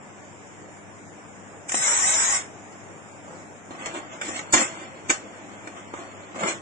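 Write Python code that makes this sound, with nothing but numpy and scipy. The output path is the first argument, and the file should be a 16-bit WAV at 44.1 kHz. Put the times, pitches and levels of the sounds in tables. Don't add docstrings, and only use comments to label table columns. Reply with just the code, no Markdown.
import sys
import numpy as np
from scipy import signal
from scipy.fft import irfft
from scipy.io import wavfile
from scipy.ndimage import uniform_filter1d

SR = 44100
rng = np.random.default_rng(int(sys.argv[2]) if len(sys.argv) > 2 else 0)


def transcribe(signal):
    frames = np.atleast_2d(signal).T
    limited = np.clip(frames, -1, 1)
    pcm = np.round(limited * 32767).astype(np.int16)
    wavfile.write(sys.argv[1], SR, pcm)


def amplitude_ratio(level_db):
    exponent = np.asarray(level_db, float) / 20
    return 10 ** exponent


N = 291501
T = np.arange(N) / SR


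def evened(x):
    return x / np.sqrt(np.mean(x ** 2) + 1e-20)


def wander(span):
    return evened(uniform_filter1d(rng.standard_normal(N), span))


def read(points, hz, column=1):
    table = np.transpose(points)
    return np.interp(np.log(hz + 1), np.log(table[0] + 1), table[column])


def band(x, lo_hz, hi_hz):
    y = signal.sosfilt(signal.butter(3, [lo_hz, hi_hz], "band", fs=SR, output="sos"), x)
    span = round(SR * min(.007 + 4 / lo_hz, .03))
    return evened(y / abs(uniform_filter1d(y ** 2, span) + 1e-20) ** .4)


def coloured(x, gain):
    log_gain = np.log(gain(abs(np.fft.fftfreq(16384, 1 / SR))) + 1e-5)
    taps = np.fft.ifft(np.exp(np.conj(signal.hilbert(log_gain)))).real[:6000]
    return signal.oaconvolve(x, taps)[:N]


def resonance(hz, centre_hz, width_hz):
    return 1 / np.hypot(1, 2 * (hz - centre_hz) / width_hz)


def grit(per_s, spread_db, smooth):
    size = amplitude_ratio(spread_db * np.minimum(rng.exponential(1, N), 5)) * rng.choice([-1, 1], N)
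    return evened(size * (rng.random(N) < per_s / SR)) + smooth * rng.standard_normal(N)


def bursts(rows, t60_s):
    rise_s, crack, crack_s = 0.00061, .55, 0.0046
    power = np.zeros((len(rows[0]) - 1, N))
    for start_s, peak_db, *rel_db in rows:
        span = slice(round(start_s * SR), round(start_s * SR) + SR // 4)
        age_s = np.maximum(T[span] - start_s, 0)
        ring = np.minimum(age_s / rise_s, 1) * amplitude_ratio(-60 * age_s / max(t60_s, .005))
        shape = ring * (1 + crack * np.exp(-age_s / crack_s)) / 1.39
        level_db = peak_db - 6.5 + np.array([0] + rel_db)
        power[:, span] += (amplitude_ratio(level_db)[:, None] * shape) ** 2
    return power


# hz, likeness
PORT_LIKENESS = [(60, -1.2), (120, 0.76), (250, 0.7), (510, 0.58), (1040, 0.16), (2130, -0.17),
                 (4360, 0.099), (8900, 0.15)]


def diffuse(frames, db):
    hz, s = np.fft.rfftfreq(1024, 1 / SR)[:, None], np.arange(frames) * 256 / SR
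    a, b, c, d = rng.standard_normal((frames, 513, 4)).T
    same = np.clip(read(PORT_LIKENESS, hz), -1, 1)
    left = a + 1j * b
    right = same * left + np.sqrt(1 - same ** 2) * (c + 1j * d)
    z = np.array([left, right])
    return signal.istft(z * amplitude_ratio(db(hz, s)), nperseg=1024, noverlap=768)[1]


# hz, density_db
FAN_SPECTRUM = [(18, -61), (30, -20.5), (70, -19.5), (86, -14.5), (169, -3), (200, -2), (324, -3),
                (453, -3.5), (604, -4.5), (665, -2.5), (1270, -9.5), (2270, -11.5), (4130, -33),
                (7010, -14), (9350, -34), (12200, -34), (20600, -120)]
# time_s, level_db
FAN_LEVEL = [(0, -44.5), (1.2, -45), (2.6, -43.5), (3.6, -45), (6.61, -45)]
# hz, left_over_right_db
FAN_BALANCE = [(60, -5), (110, 17.5), (180, 5.5), (320, 1), (9000, 0)]
# hz, left_db, right_db
HUM = [(100.7, -54.5, -111), (203.3, -56.5, -63), (298.9, -65.5, -56)]


def shop():
    frames = N // 256 + 5
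    patches = uniform_filter1d(rng.standard_normal((frames, 513)).T, 10, 0)
    patches = evened(uniform_filter1d(patches, 12, 1))
    side = np.array([.5, -.5])[:, None, None]

    def wash_db(hz, s):
        return read(FAN_SPECTRUM, hz) + side * read(FAN_BALANCE, hz) + 1.01 * patches
    wash = diffuse(frames, wash_db)[:, :N]
    hum = np.zeros((2, N))
    for hz, left_db, right_db in HUM:
        tone = np.sin(2 * np.pi * hz * T + 6 * rng.random()) * amplitude_ratio(2.0 * wander(3000))
        hum += amplitude_ratio([[left_db], [right_db]]) * tone
    return amplitude_ratio(np.interp(T, *np.transpose(FAN_LEVEL))) * evened(wash) + np.sqrt(2) * hum


# start_s, level_db
THUDS = [
    (3.858, -37),
    (4.287, -41),
    (4.537, -20.5),
    (5.096, -27),
    (5.937, -42),
    (6.501, -47),
]


def thuds():
    rise_s = 0.005
    out, u = np.zeros(N), np.arange(4000) / SR / rise_s
    for start_s, level_db in THUDS:
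        out[round(start_s * SR):][:4000] += amplitude_ratio(level_db) * (u * np.exp(-u) - u / 9 * np.exp(-u / 3))
    return out


# start_s, pressed_s, edge_db, plate_rel_db, bench_rel_db
DRAGS = [(3.229, 0.18, -56.5, -2, 12), (3.709, .76, -61.5, 12, 18), (3.781, 0.12, -49, 8.5, 9),
         (3.931, 0.036, -42, 6, 10.5), (4.109, 0.024, -46.5, 3, 7), (4.222, 0.16, -39, 0.5, -2),
         (4.458, 0.086, -57.5, 8, 13), (4.532, 0.076, -23, -1, -2), (4.622, 0.22, -50.5, 7.5, 8.5),
         (4.8, 1.9, -62, 10.5, 15.5), (5.082, 0.038, -33, -3, -5), (5.748, 0.026, -52, 6, 10),
         (5.94, 0.081, -50.5, 4.5, 9.5), (6.338, 0.16, -50.5, 3.5, 13), (6.383, 0.021, -39.5, 5, 9.5),
         (6.413, .04, -42, 6, 15.5), (6.456, 0.036, -31.5, 3, 2), (6.519, .1, -61, -3.5, 14)]


def drags():
    rise_s, fall_db_per_s = 0.015, 252
    power = np.zeros((3, N))
    for start_s, pressed_s, level_db, *rel_db in DRAGS:
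        span = slice(round(start_s * SR), round((start_s + pressed_s) * SR) + SR // 3)
        age_s = np.maximum(T[span] - start_s, 0)
        shape = np.minimum(age_s / rise_s, 1) * amplitude_ratio(-fall_db_per_s * np.maximum(age_s - pressed_s, 0))
        power[:, span] += (amplitude_ratio(level_db + np.array([0] + rel_db))[:, None] * shape) ** 2
    return power


# start_s, edge_peak_db, plate_rel_db, bench_rel_db
KNOCKS = [(0.465, -42.5, -17, 5.5), (2.7204, -41, -11, 7), (3.7074, -40, 11, 18.5), (3.7494, -43.5, 6, -26),
          (3.8574, -19, 2, 0.5), (3.9374, -35, 2, 10.5), (4.213, -22, 5.5, -4), (4.281, -22.5, -7, 0),
          (4.29, -26, -4, 3.5), (4.3594, -24, 2.5, -1), (4.39, -26.5, 5.5, 3.5), (4.5245, -10, -20, -28.5),
          (4.5295, -11, -26, -26), (4.5335, -2, -5, -5.5), (4.537, -6.5, 1, 2.5), (4.5415, -11.5, 2, 6),
          (4.572, -17, 6, -22), (4.6094, -16, -8.5, 2), (5.083, -30, -19, -11.5), (5.0955, -15.5, 5.5, 1),
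          (5.1, -6.5, -1.5, -2), (5.5004, -69, -9, 8), (5.672, -35.5, 7, 8.5), (5.937, -39.5, 6, 19.5),
          (6.3574, -40.5, 9.5, 20.5), (6.415, -33.5, 5, 19), (6.4344, -24, 10.5, 12.5),
          (6.447, -29.5, 6, 16), (6.484, -19.5, -3.5, -11)]
# hz, density_db
STEEL_SPECTRUM = [(35, -46), (60, -12.5), (332, 0), (446, -9.5), (529, 0), (975, -5.5), (1150, -2),
                  (2090, 2.5), (3390, -7.5), (3850, -23.5), (4280, -18), (4760, -23), (5180, -18),
                  (7260, -11.5), (9350, -21.5), (12200, -31), (20600, -120)]
# hz, width_hz, level_db
PLATE_MODES = [(336.5, 18, 3.5), (2065, 19, -12), (3555, 59, -7), (4160, 52, -14.5), (4500, 100, 14),
               (5450, 68, -9.5), (5160, 24, -3), (5610, 35, -8.5), (6080, 48, 0.5), (7850, 14, 15),
               (7120, 33, -10.5), (7290, 390, -5.5), (6850, 290, -6.5), (7800, 80, 21.5), (8480, 340, -10),
               (8070, 86, -26.5)]


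def steel():
    def gain(hz):
        modes = sum(amplitude_ratio(db / 4 - 6.0) * resonance(hz, f, w) for f, w, db in PLATE_MODES)
        return amplitude_ratio(read(STEEL_SPECTRUM, hz)) * (.5 + modes)
    slips = amplitude_ratio(2.2 * wander(250))
    ring = coloured(grit(per_s=1500.0, spread_db=3.5, smooth=0.61) * slips, gain)
    edge, plate, bench = np.sqrt(drags() + bursts(KNOCKS, t60_s=.07))
    low = band(ring, 130, 1110) + amplitude_ratio(-28) * band(ring, 15, 120)
    return edge * band(ring, 4540, 8500) + plate * band(ring, 1292, 4380) + bench * low


# start_s, jet_peak_db, pool_rel_db
SPUTTERS = [(1.682, -36, -7), (1.688, -22.5, -8.5), (1.693, -13, -2.5), (1.7187, -8.5, -5),
            (1.724, -24, -18), (1.7465, -16.5, -5.5), (1.751, -5.5, -17), (1.767, -20.5, -15),
            (1.771, -9.5, -4.5), (1.878, -7, -4.5), (2.088, -15, -3), (2.226, -40, -29), (2.335, -29, -4),
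            (2.352, -16, -7)]


def beam():
    full_s, off_s, jet_db, pool_rel_db = 1.845, 2.355, -23, -6
    build_db_per_s, dying_db_per_s = 112, 297
    build_db = jet_db - build_db_per_s * np.maximum(full_s - T, 0)
    dying_db = -dying_db_per_s * np.maximum(T - off_s, 0)
    pool_db = build_db + pool_rel_db + .7 * dying_db
    return amplitude_ratio([build_db + dying_db, pool_db]) ** 2 * (T > SPUTTERS[0][0])


# hz, density_db
JET_SPECTRUM = [(59, -31), (325, -15.5), (800, -5.5), (1400, -2.5), (1950, -1), (2650, -11), (3500, -11.5),
                (4540, -22), (5390, 1), (7700, 12), (9350, -6), (12200, -30), (20600, -120)]
# hz, width_hz, rel_jet_db
WHISTLES = [(8350, 76, -16), (7200, 110, -54), (2125, 17, -2)]
# start_s, level_db, rise_s
KICKS = [
    (1.7438, 3, 0.000076),
]


def weld():
    def gain(hz):
        whistles = sum(amplitude_ratio(db + 2) * resonance(hz, f, w) for f, w, db in WHISTLES)
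        return amplitude_ratio(read(JET_SPECTRUM, hz)) * (1 + whistles)
    flutter = amplitude_ratio(0.98 * wander(300))
    jet = coloured(grit(per_s=3600.0, spread_db=-2.5, smooth=1.92) * flutter, gain)
    high, low = np.sqrt(beam() + bursts(SPUTTERS, t60_s=0.019))
    roar = band(jet, 120, 3700) + amplitude_ratio(-25) * band(jet, 20, 90)
    out = high * band(jet, 4800, 8900) + low * roar
    for start_s, level_db, rise_s in KICKS:
        u = np.arange(400) / SR / rise_s
        push = u * np.exp(-u) - u / 36 * np.exp(-u / 6)
        out[round(start_s * SR):][:400] += amplitude_ratio(level_db) * push
    return out


# hz, level_db, left_lag_rad
DIRECT = [(211, -2, 0.3), (723, -1, 0.3), (1273, -0.5, 2.8), (2324, -1, 5.8), (4360, -3, 12.6),
          (9460, -7, 22)]
# hz, room_db, t60_s
ECHO = [(197, -5.5, 0.19), (870, -3, 0.26), (3230, 0.5, 0.18), (6190, 3.5, 0.13), (8330, 0.5, 0.11)]


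def heard(x):
    hz = np.fft.rfftfreq(1024, 1 / SR)
    lag_rad = np.interp(hz, *np.transpose(DIRECT)[::2])
    paths = amplitude_ratio(read(DIRECT, hz)) * np.exp(-1j * lag_rad * np.array([[1], [0]]))
    direct = np.roll(irfft(paths), 64, axis=1)
    out = 0.71 * signal.oaconvolve(x[None], direct, axes=1)[:, 64:N + 64]
    for k in range(3):
        tail = diffuse(50, lambda hz, s: read(ECHO, hz) - 60 * s / read(ECHO, hz, column=2))[:, 60:]
        tail *= 1 + 3 * np.exp(-np.arange(tail.shape[1]) / SR / .003)
        tail = np.pad(tail / np.linalg.norm(tail[0]), [(0, 0), (60, 0)])
        share = np.sqrt(2 / 3) * np.cos(np.pi * (T * 7. + k / 3))
        out += 0.74 * signal.oaconvolve((x * share)[None], tail, axes=1)[:, :N]
    return out


def scene():
    weld_db, steel_db, shop_db = 4.0, 1.5, 1.0
    small_parts = amplitude_ratio(weld_db) * weld() + amplitude_ratio(steel_db) * steel()
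    bench = signal.lfilter(*signal.butter(2, 70, "high", fs=SR), small_parts)
    return heard(bench + thuds()) + amplitude_ratio(shop_db) * shop()


# hz, gain_db
TONE = [(2500, -0.5), (3600, 1.5), (4000, 5.5), (4600, 1), (5300, 0), (6500, -2), (7300, 3), (8200, 1.5),
        (9000, 5)]
# hz, masker_over_step_db
RESOLUTION = [(100, 14), (1000, 4), (1800, -2), (3400, 0), (3750, -3), (3900, -14), (4700, -14), (5200, -7),
              (6000, -6), (6600, -8), (7400, -3), (8200, -9), (8800, -9), (9400, -12)]
# time_s, top_hz
REACH = [(0, 9500), (3.68, 9500), (3.72, 8600), (6.61, 8500)]


def thinned(x):
    size, offset = 1024, 725
    fast = uniform_filter1d(uniform_filter1d((x ** 2).mean(0), 250), 250)
    slow = signal.lfilter([.0004], [1, -.9996], fast + 1e-9)
    loud = np.sqrt(uniform_filter1d(np.maximum(fast, 1.8 * slow), 200))
    padded = np.pad(x / loud, [(0, 0), (2 * size - offset, 2 * size)])
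    starts = np.arange(padded.shape[1] // size - 1) * size
    n, k = np.arange(2 * size) + .5, np.arange(448) + .5
    hz = k * SR / (2 * size)
    window = np.sin(np.pi * n / (2 * size))[:, None]
    basis = window * np.cos(np.pi / size * np.outer(n + size / 2, k))
    lines = padded[:, starts[:, None] + np.arange(2 * size)] @ basis * amplitude_ratio(read(TONE, hz))
    masker = np.sqrt(uniform_filter1d((lines ** 2).mean(0), 60, axis=1))
    whim = evened(uniform_filter1d(rng.standard_normal((len(starts), 28)), 3, axis=0))
    step = masker * amplitude_ratio(5. * np.repeat(whim, 16, axis=1) - read(RESOLUTION, hz))
    top_hz = np.interp((starts - size) / SR, *np.transpose(REACH))[:, None]
    step *= amplitude_ratio(np.clip((hz - top_hz) / 50, 0, 14))
    lines = np.sign(lines) * np.floor(abs(lines) / step + .4) * step
    frames = lines @ basis.T * 2 / size
    out = np.zeros_like(padded)
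    for start, frame in zip(starts, frames.swapaxes(0, 1)):
        out[:, start:start + 2 * size] += frame
    return out[:, 2 * size - offset:][:, :N] * loud


def low_pass(x):
    return signal.sosfilt(signal.butter(12, 9650, fs=SR, output="sos"), x)


def record(dry):
    rounded = .92 * np.tanh(thinned(dry) / .92)
    return low_pass(rounded)


dry = scene()
out = record(dry)
transcribe(out)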